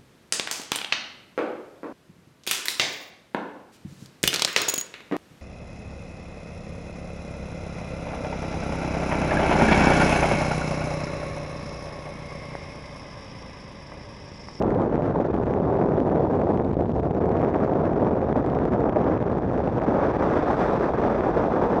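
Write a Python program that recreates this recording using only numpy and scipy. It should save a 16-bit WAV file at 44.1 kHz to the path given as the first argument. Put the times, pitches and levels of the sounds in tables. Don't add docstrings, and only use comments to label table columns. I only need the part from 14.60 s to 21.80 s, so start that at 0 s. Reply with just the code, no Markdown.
import sys
import numpy as np
from scipy import signal
from scipy.fft import rfft, irfft, next_fast_len
from scipy.io import wavfile
from scipy.ndimage import uniform_filter1d, minimum_filter1d, map_coordinates

SR = 44100
rng = np.random.default_rng(int(sys.argv[2]) if len(sys.argv) > 2 else 0)


def dump_mix(stems):
    frames = np.atleast_2d(stems).T
    limited = np.clip(frames, -1, 1)
    pcm = np.round(limited * 32767).astype(np.int16)
    wavfile.write(sys.argv[1], SR, pcm)


N = 317520
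TIME = np.arange(N) / SR
FFT_SIZE = next_fast_len(N + SR // 2, real=True)
HZ = np.fft.rfftfreq(FFT_SIZE, 1 / SR)


# pitch_hz, level_db
HOUSING_TONE = [(12, -53), (35, -18.5), (70, -4.5), (120, -1.5), (250, -2), (400, -1.5), (700, -6.5),
                (1000, -14.5), (1700, -27.5), (2800, -45.5), (4200, -58), (5900, -57), (7500, -74),
                (13000, -100)]
# time_s, level_db
BUFFET_LEVELS = [(0, -32.5), (1, -31.5), (2.4, -30.5), (3, -32), (4.9, -31), (5.4, -34.5), (7.2, -37.5)]
# time_s, level_db
ROAR_LEVELS = [(0, -21), (.58, -23.5), (.78, -23), (1.08, -21.5), (1.98, -21), (2.14, -27), (2.5, -24.5),
               (2.68, -21.5), (3.45, -21.5), (3.9, -24), (4.25, -20), (4.53, -21.5), (4.6, -24),
               (5.2, -24.5), (5.3, -20), (5.65, -21.5), (6.4, -22.5), (7.2, -20.5)]
# time_s, level_db
RASP_LEVELS = [(0, -45.5), (.4, -44.5), (.8, -45.5), (1.95, -47), (2.2, -55), (2.48, -50.5), (2.8, -44.5),
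               (3.04, -44), (3.2, -44), (3.9, -45.5), (4.45, -40), (4.68, -45), (5.12, -45.5),
               (5.38, -37.5), (6, -36), (6.35, -39), (7.2, -38.5)]


def wind(motion, gust_db, buffet_hz, split_hz, rasp_hz, tilt):
    roar_db, rasp_db, buffet_db = curve(ROAR_LEVELS), curve(RASP_LEVELS), curve(BUFFET_LEVELS)
    sound = coloured(motion, HOUSING_TONE)
    low, high = below(buffet_hz, order=6), 1 - below(rasp_hz, order=8)
    middle, lower = 1 - high - low, below(split_hz, order=4)
    fineness_db = rasp_db - buffet_db
    lift = amp(tilt * (fineness_db - np.median(fineness_db)))
    body = filtered(sound, middle * lower) + lift * filtered(sound, middle * (1 - lower))
    buffet = amp(buffet_db + 0.061 * gust_db) * levelled(filtered(sound, low), seconds=0.33)
    roar = amp(roar_db - 1.24 + gust_db) * levelled(body, seconds=0.032)
    rasp = amp(rasp_db + 2 + 0.68 * gust_db) * levelled(filtered(sound, high), seconds=0.15)
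    return buffet + roar + rasp


# pitch_hz, level_db
PRESSURE_TONE = [(5, 0.5), (30, 8.5), (100, 0), (250, -6), (500, -16), (1000, -28), (2000, -43),
                 (4000, -67.5), (9000, -76), (20000, -105)]
PUSH_RELEASES = [0.376, 0.557, 1.698, 1.868, 1.994, 2.353, 3.418, 3.507, 3.757, 3.842, 3.929, 4.053, 4.322,
                 4.366, 5.002, 5.262, 5.621, 6.334, 7.014]


def turbulence(smooth, push_db, push_s, burst_db):
    load_db = -0.5 - 7.5 * smooth + 0.4 * shelter_db()
    pressure = amp(load_db) * levelled(noise(PRESSURE_TONE), seconds=0.03)
    swirls = filtered(pressure, 1 - below(340, order=4))
    push, burst = np.zeros((2, N))
    for release_s in PUSH_RELEASES:
        near = around(release_s, reach_s=.04)
        progress = (TIME[near] - release_s) / push_s
        push[near] += np.exp(-(progress + 1) ** 4)
        burst[near] += np.exp(-(progress - 1) ** 4)
    return pressure * (1 - push - burst) + push * (amp(push_db) + swirls) + burst * amp(burst_db) * swirls


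def diaphragm(pressure):
    fade = np.clip(np.minimum(TIME, TIME[::-1]) / .004, 0, 1)
    return pressure / np.sqrt(1 + pressure ** 2) * np.sin(fade * np.pi / 2) ** 2


# peak_s, swell_db, half_length_s
GUST_SWELLS = [(.568, 3, .014), (.605, 8, 0.013), (1.225, 2.5, 0.019), (1.91, 3.5, 0.01),
               (2.205, 4.5, 0.025), (3.435, 4.5, 0.018), (3.517, 3, 0.018), (3.775, 3.5, 0.024),
               (4.135, 1, 0.0091), (4.366, 20, 0.0055), (4.48, 1.5, 0.018), (4.54, -1.5, 0.0091),
               (4.99, 4.5, 0.014), (5.075, 10.5, 0.0054), (5.18, 4.5, 0.012), (5.23, 2.5, 0.014),
               (5.287, 8, 0.0067), (1.04, -2.5, 0.014), (1.16, 1, .02), (5.34, 1, 0.012), (5.77, 3.5, 0.01),
               (5.915, 2.5, 0.02), (6.012, 3, 0.017), (6.13, 4.5, 0.013), (6.21, 4.5, 0.0091),
               (6.34, 1, 0.0088), (6.46, 4, 0.029), (6.68, 4, 0.017), (6.775, 3, 0.012)]
# time_s, dip_db
WIND_LULLS = [(.535, -5), (.635, -9), (.725, -10), (.85, -15), (2.275, -3), (2.335, -2), (2.415, -9),
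              (2.482, -1), (2.91, -7), (3.35, -4.5), (3.74, -8), (3.825, -1.5), (4.101, -10), (4.313, -7),
              (4.343, -14.5), (4.426, -7.5), (4.59, -5.5), (4.642, -6), (4.805, -5.5), (5.11, -8),
              (5.204, -8), (5.255, -5), (5.528, -11.5), (5.581, -10), (5.812, -6), (5.96, -7), (6.185, -4),
              (6.365, -4.5), (6.621, -6), (6.727, -7)]


def gusts(smooth, flutter_db, changes_per_s):
    wobble = map_coordinates(rng.standard_normal(1024), [TIME * changes_per_s], mode="mirror")
    gust_db = flutter_db * (1 - 0.3 * smooth) * wobble
    lulls = [(time_s, dip_db, .0093) for time_s, dip_db in WIND_LULLS]
    sags = [(release_s - .015, -1, .015) for release_s in PUSH_RELEASES]
    for time_s, change_db, half_length_s in GUST_SWELLS + lulls + sags:
        near = around(time_s, reach_s=.15)
        gust_db[near] += change_db * bell(TIME[near] - time_s, half_length_s)
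    return gust_db


def smoothness(midpoint_db, width_db):
    return (1 + np.tanh((curve(RASP_LEVELS) - midpoint_db) / width_db / 2)) / 2


def shelter_db():
    rasp_db = curve(RASP_LEVELS)
    return np.clip(np.median(rasp_db) - rasp_db, 0, None)


# time_s, thump_db, snap_db, crack_db
STRONG_WHIRLS = [(0.0239, -17, -34, -41.5), (0.106, -21, -24.5, -51.5), (0.1478, -13, -42, -54),
                 (0.218, -21, -39.5, -55), (0.3449, -5, -25, -58.0), (0.3574, -13, -26, -51.5),
                 (0.3794, -3, -30.5, -55.0), (0.4223, -9, -34.5, -52.0), (0.4801, -9, -41, -59),
                 (0.6052, -12, -30, -56), (0.6637, -17, -37, -54), (0.7441, -11.5, -32, -52.5),
                 (0.8356, -10.5, -30, -55.5), (0.8686, -11, -30.0, -55), (0.9382, -14, -25, -54),
                 (1.0015, -5.5, -33, -53), (1.1545, -9, -28, -63), (1.2148, -7, -23, -57),
                 (1.2252, -7, -26, -55.0), (1.321, -4, -25, -56), (1.403, -8, -30, -50.0),
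                 (1.5602, -14, -27, -55), (1.8165, -12, -25.5, -52.5), (1.9131, -22, -31, -59),
                 (1.9748, -18, -33, -52.5), (1.9991, -4.5, -23, -57.0), (2.048, -19, -40, -52),
                 (2.1147, -16, -37, -56), (2.1311, -20, -49, -56.0), (2.143, -18, -42, -54.5),
                 (2.1696, -12, -45, -55), (2.1917, -12.0, -33.5, -64), (2.208, -12, -32, -53.5),
                 (2.2581, -20, -39, -57.5), (2.2949, -8, -36.5, -59), (2.3179, -17, -45, -55),
                 (2.3513, -14.5, -47, -56), (2.363, -10.0, -37, -56), (2.398, -9.5, -31.5, -55),
                 (2.4325, -14, -32, -57), (2.4583, -15, -45, -61), (2.5101, -9.0, -33.5, -54),
                 (2.5485, -21, -43, -52.5), (2.6582, -10, -32, -59), (2.6676, -2, -32, -58),
                 (2.6934, -12, -32.5, -56), (2.7176, -11.0, -29, -56), (2.7726, -11, -32, -55),
                 (2.7959, -19, -35, -55), (2.8189, -11, -27, -54), (2.8288, -7, -25, -56),
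                 (2.8484, -11, -27, -58), (2.9459, -16, -22, -55), (3.0427, -18, -34, -53.0),
                 (3.1195, -3, -30, -55.0), (3.2562, -10, -32.0, -55), (3.4192, -7, -38, -54.0),
                 (3.4476, -8, -33, -55), (3.5098, -11, -35, -60), (3.617, -12, -30, -55.0),
                 (3.7276, -8, -25, -49), (3.7648, -9, -33, -53), (3.863, -13, -29, -49),
                 (3.9006, -21, -42, -52), (3.9504, -19, -34, -51.5), (3.9892, -18, -25, -53),
                 (4.0539, -8, -27, -51), (4.1226, -16.5, -29, -54), (4.1355, -8, -24, -50),
                 (4.206, -12, -30, -53.0), (4.295, -6, -25, -49.5), (4.326, -12, -33, -54),
                 (4.3605, -12.0, -24, -51.5), (4.4166, -11, -44, -53.0), (4.5764, -20, -33, -56),
                 (4.6268, -7, -28, -53), (4.7195, -18, -30, -53), (4.7838, -17, -28.5, -50),
                 (4.9336, -15.0, -34, -53), (4.977, -14, -30, -55), (5.0801, -7, -39, -52),
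                 (5.1832, -19, -35, -51.5), (5.2189, -27, -23, -55), (5.2363, -15, -31, -52),
                 (5.5686, -10.5, -37, -49), (6.552, -13, -26, -51), (6.6083, -9, -22, -48.0)]
# time_s, whirls_per_s
WEAK_WHIRL_RATE = [(0, 3), (2.05, 3), (2.15, 0), (2.55, 0), (2.75, 40), (3.05, 40), (3.2, 4), (5.2, 4),
                   (5.4, 0), (7.2, 0)]


def whirls(thump_db, snap_db, crack_db, spread_db):
    count_so_far = np.cumsum(curve(WEAK_WHIRL_RATE)) / SR
    turns = np.arange(128) + rng.random(128)
    size_db = spread_db * rng.standard_normal(len(turns))
    times = np.interp(turns, count_so_far, TIME)
    inside = (times > .02) & (times < TIME[-1] - .02)
    weak = np.transpose([times, thump_db + size_db, snap_db + size_db, crack_db + size_db])
    return list(STRONG_WHIRLS) + list(weak[inside])


def pinned(pressure, slams, depth_db, hold_s):
    pressure = pressure.copy()
    for time_s, *_ in slams:
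        near = around(time_s)
        grip = bell(TIME[near] - time_s, hold_s)
        side = np.sign(np.sum(pressure[near] * grip))
        pressure[near] += side * amp(depth_db) * grip
    return pressure


def thumps(slams, directions, thump_gain_db, width_s, rebound_s, snap_gain_db, snap_hz):
    sound = np.zeros(N)
    for (time_s, thump_db, snap_db, _), direction in zip(slams, directions):
        near = around(time_s)
        t = TIME[near] - time_s
        spike = bell(t, width_s)
        rebound = np.exp(-np.abs(t) / rebound_s)
        thump = amp(thump_db + thump_gain_db) * (spike - rebound * spike.sum() / rebound.sum())
        tip = (np.pi * snap_hz * t) ** 2
        snap = amp(snap_db + snap_gain_db) * (1 - 2 * tip) * np.exp(-tip)
        sound[near] += direction * (thump + snap)
    return sound


# pitch_hz, level_db
CRACK_TONE = [(600, -21.5), (1800, 7), (3200, 4.5), (4500, -4.5), (6000, -7.5), (7500, -14), (10000, -23),
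              (12500, -43.5)]


def cracks(slams, directions, click_gain_db, fizz_gain_db, decay_s):
    clicks, bursts = np.zeros((2, N))
    for (time_s, _, _, crack_db), direction in zip(slams, directions):
        near = around(time_s)
        clicks[round(time_s * SR)] += direction * amp(crack_db + click_gain_db)
        bursts[near] += amp(crack_db + fizz_gain_db) * np.exp(-np.abs(TIME[near] - time_s) / decay_s)
    fizz = bursts * levelled(noise(CRACK_TONE), seconds=0.0012)
    return filtered(clicks, unit(tone(CRACK_TONE))) + fizz


# peak_s, pitch_hz, level_db, half_length_s
HOUSING_HOOT = (4.367, 620, -11.5, .007)


def hoot():
    peak_s, pitch_hz, level_db, half_length_s = HOUSING_HOOT
    t = TIME - peak_s
    return amp(level_db) * bell(t, half_length_s) * np.sin(2 * np.pi * pitch_hz * t)


# pitch_hz, level_db
RUMBLE_TONE = [(12, -33), (25, -10.5), (40, -4.5), (55, 1), (75, 0.5), (110, -9), (400, -80), (1000, -120)]
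# time_s, level_db
RUMBLE_LEVELS = [(0, -34.5), (1.95, -46.5), (2.1, -32.5), (2.45, -37), (2.8, -40.5), (4.2, -42.5),
                 (5.6, -34.5), (7.2, -34.5)]


def rumble(gain_db):
    return amp(curve(RUMBLE_LEVELS) + gain_db) * levelled(noise(RUMBLE_TONE), seconds=.2)


# pitch_hz, level_db
HISS_TONE = [(1500, -16.5), (2400, 7), (3000, -6.5), (3450, 3.5), (4100, -5), (5000, -6), (5900, -9),
             (6900, -16), (8400, -19.5), (9500, -27), (11000, -41.5), (13000, -63)]
# time_s, level_db
HISS_LEVELS = [(0, -65.5), (2, -63), (2.15, -66.5), (2.5, -66), (2.7, -66), (3, -64), (3.7, -65),
               (4.75, -65), (5.45, -59), (6, -53), (6.35, -58), (7.2, -58)]


def hiss(motion, gust_db, smooth):
    choke = 0.94 + 0.06 * smooth
    freedom = 1 - choke * motion ** 2
    swell_db = (0.88 - 0.23 * smooth) * gust_db
    return amp(hiss_db() + swell_db) * unit(freedom * noise(HISS_TONE))


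def hiss_db():
    return curve(HISS_LEVELS) - .25 * shelter_db()


def crackle(motion, gain_db, steepness):
    speed = unit(np.abs(np.gradient(motion)))
    ticks = unit(np.minimum(speed, 3.5) ** steepness)
    return amp(hiss_db() + gain_db) * ticks * noise(CRACK_TONE)


def amp(db):
    return 10 ** (np.asarray(db) / 20)


def unit(x):
    return x / np.sqrt(np.mean(x ** 2))


def around(time_s, reach_s=.01):
    return slice(max(0, round((time_s - reach_s) * SR)), round((time_s + reach_s) * SR))


def bell(t, half_length_s):
    return np.exp(-(t / half_length_s) ** 2)


def curve(rows):
    return np.interp(TIME, *np.transpose(rows))


def tone(points):
    pitch_hz, level_db = np.transpose(points)
    return amp(np.interp(np.log(HZ + 1), np.log(pitch_hz), level_db))


def filtered(x, gains):
    return irfft(rfft(x, FFT_SIZE) * gains, FFT_SIZE)[:N]


def noise(points):
    return unit(filtered(rng.standard_normal(FFT_SIZE), tone(points)))


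def below(edge_hz, order):
    return 1 / (1 + (HZ / edge_hz) ** order)


def coloured(x, points):
    hz, power = signal.welch(x, SR, nperseg=2048)
    log_gain = np.log(tone(points)) - np.interp(HZ, hz, np.log(power)) / 2
    cepstrum = irfft(log_gain, FFT_SIZE)
    cepstrum[1:FFT_SIZE // 2] *= 2
    cepstrum[FFT_SIZE // 2 + 1:] = 0
    return unit(filtered(x, np.exp(rfft(cepstrum))))


def levelled(x, seconds):
    width = int(seconds * SR) + 1
    power = uniform_filter1d(uniform_filter1d(x ** 2, width), width)
    return x / np.sqrt(np.abs(power) + 1e-9)


def limited(x, ceiling_db):
    needed = np.minimum(1, amp(ceiling_db) / (np.abs(x) + 1e-9))
    gain = minimum_filter1d(needed, size=301)
    return x * uniform_filter1d(uniform_filter1d(gain, size=151), size=151)


def scene():
    smooth = smoothness(midpoint_db=-40.5, width_db=3)
    gust_db = gusts(smooth, flutter_db=0.82, changes_per_s=30)
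    slams = whirls(thump_db=-17, snap_db=-32, crack_db=-58, spread_db=2)
    directions = rng.choice([-1, 1], 256)
    air = turbulence(smooth, push_db=0.5, push_s=0.0036, burst_db=3)
    motion = diaphragm(pinned(air, slams, depth_db=1.5, hold_s=.0034))
    mix = wind(motion, gust_db, buffet_hz=179, split_hz=490, rasp_hz=1070, tilt=0.42)
    mix += hiss(motion, gust_db, smooth)
    mix += thumps(slams, directions, thump_gain_db=0.5, width_s=0.0005, rebound_s=0.0017,
                  snap_gain_db=2, snap_hz=1265)
    mix += cracks(slams, directions, click_gain_db=18, fizz_gain_db=5.5, decay_s=.0011)
    mix += crackle(motion, gain_db=-6, steepness=4.2)
    return (mix + hoot() + rumble(gain_db=-3))[None]


def record(dry):
    return filtered(limited(dry[0], ceiling_db=-8.4), below(edge_hz=12200, order=60))[None]


dry = scene()
out = record(dry)
dump_mix(out)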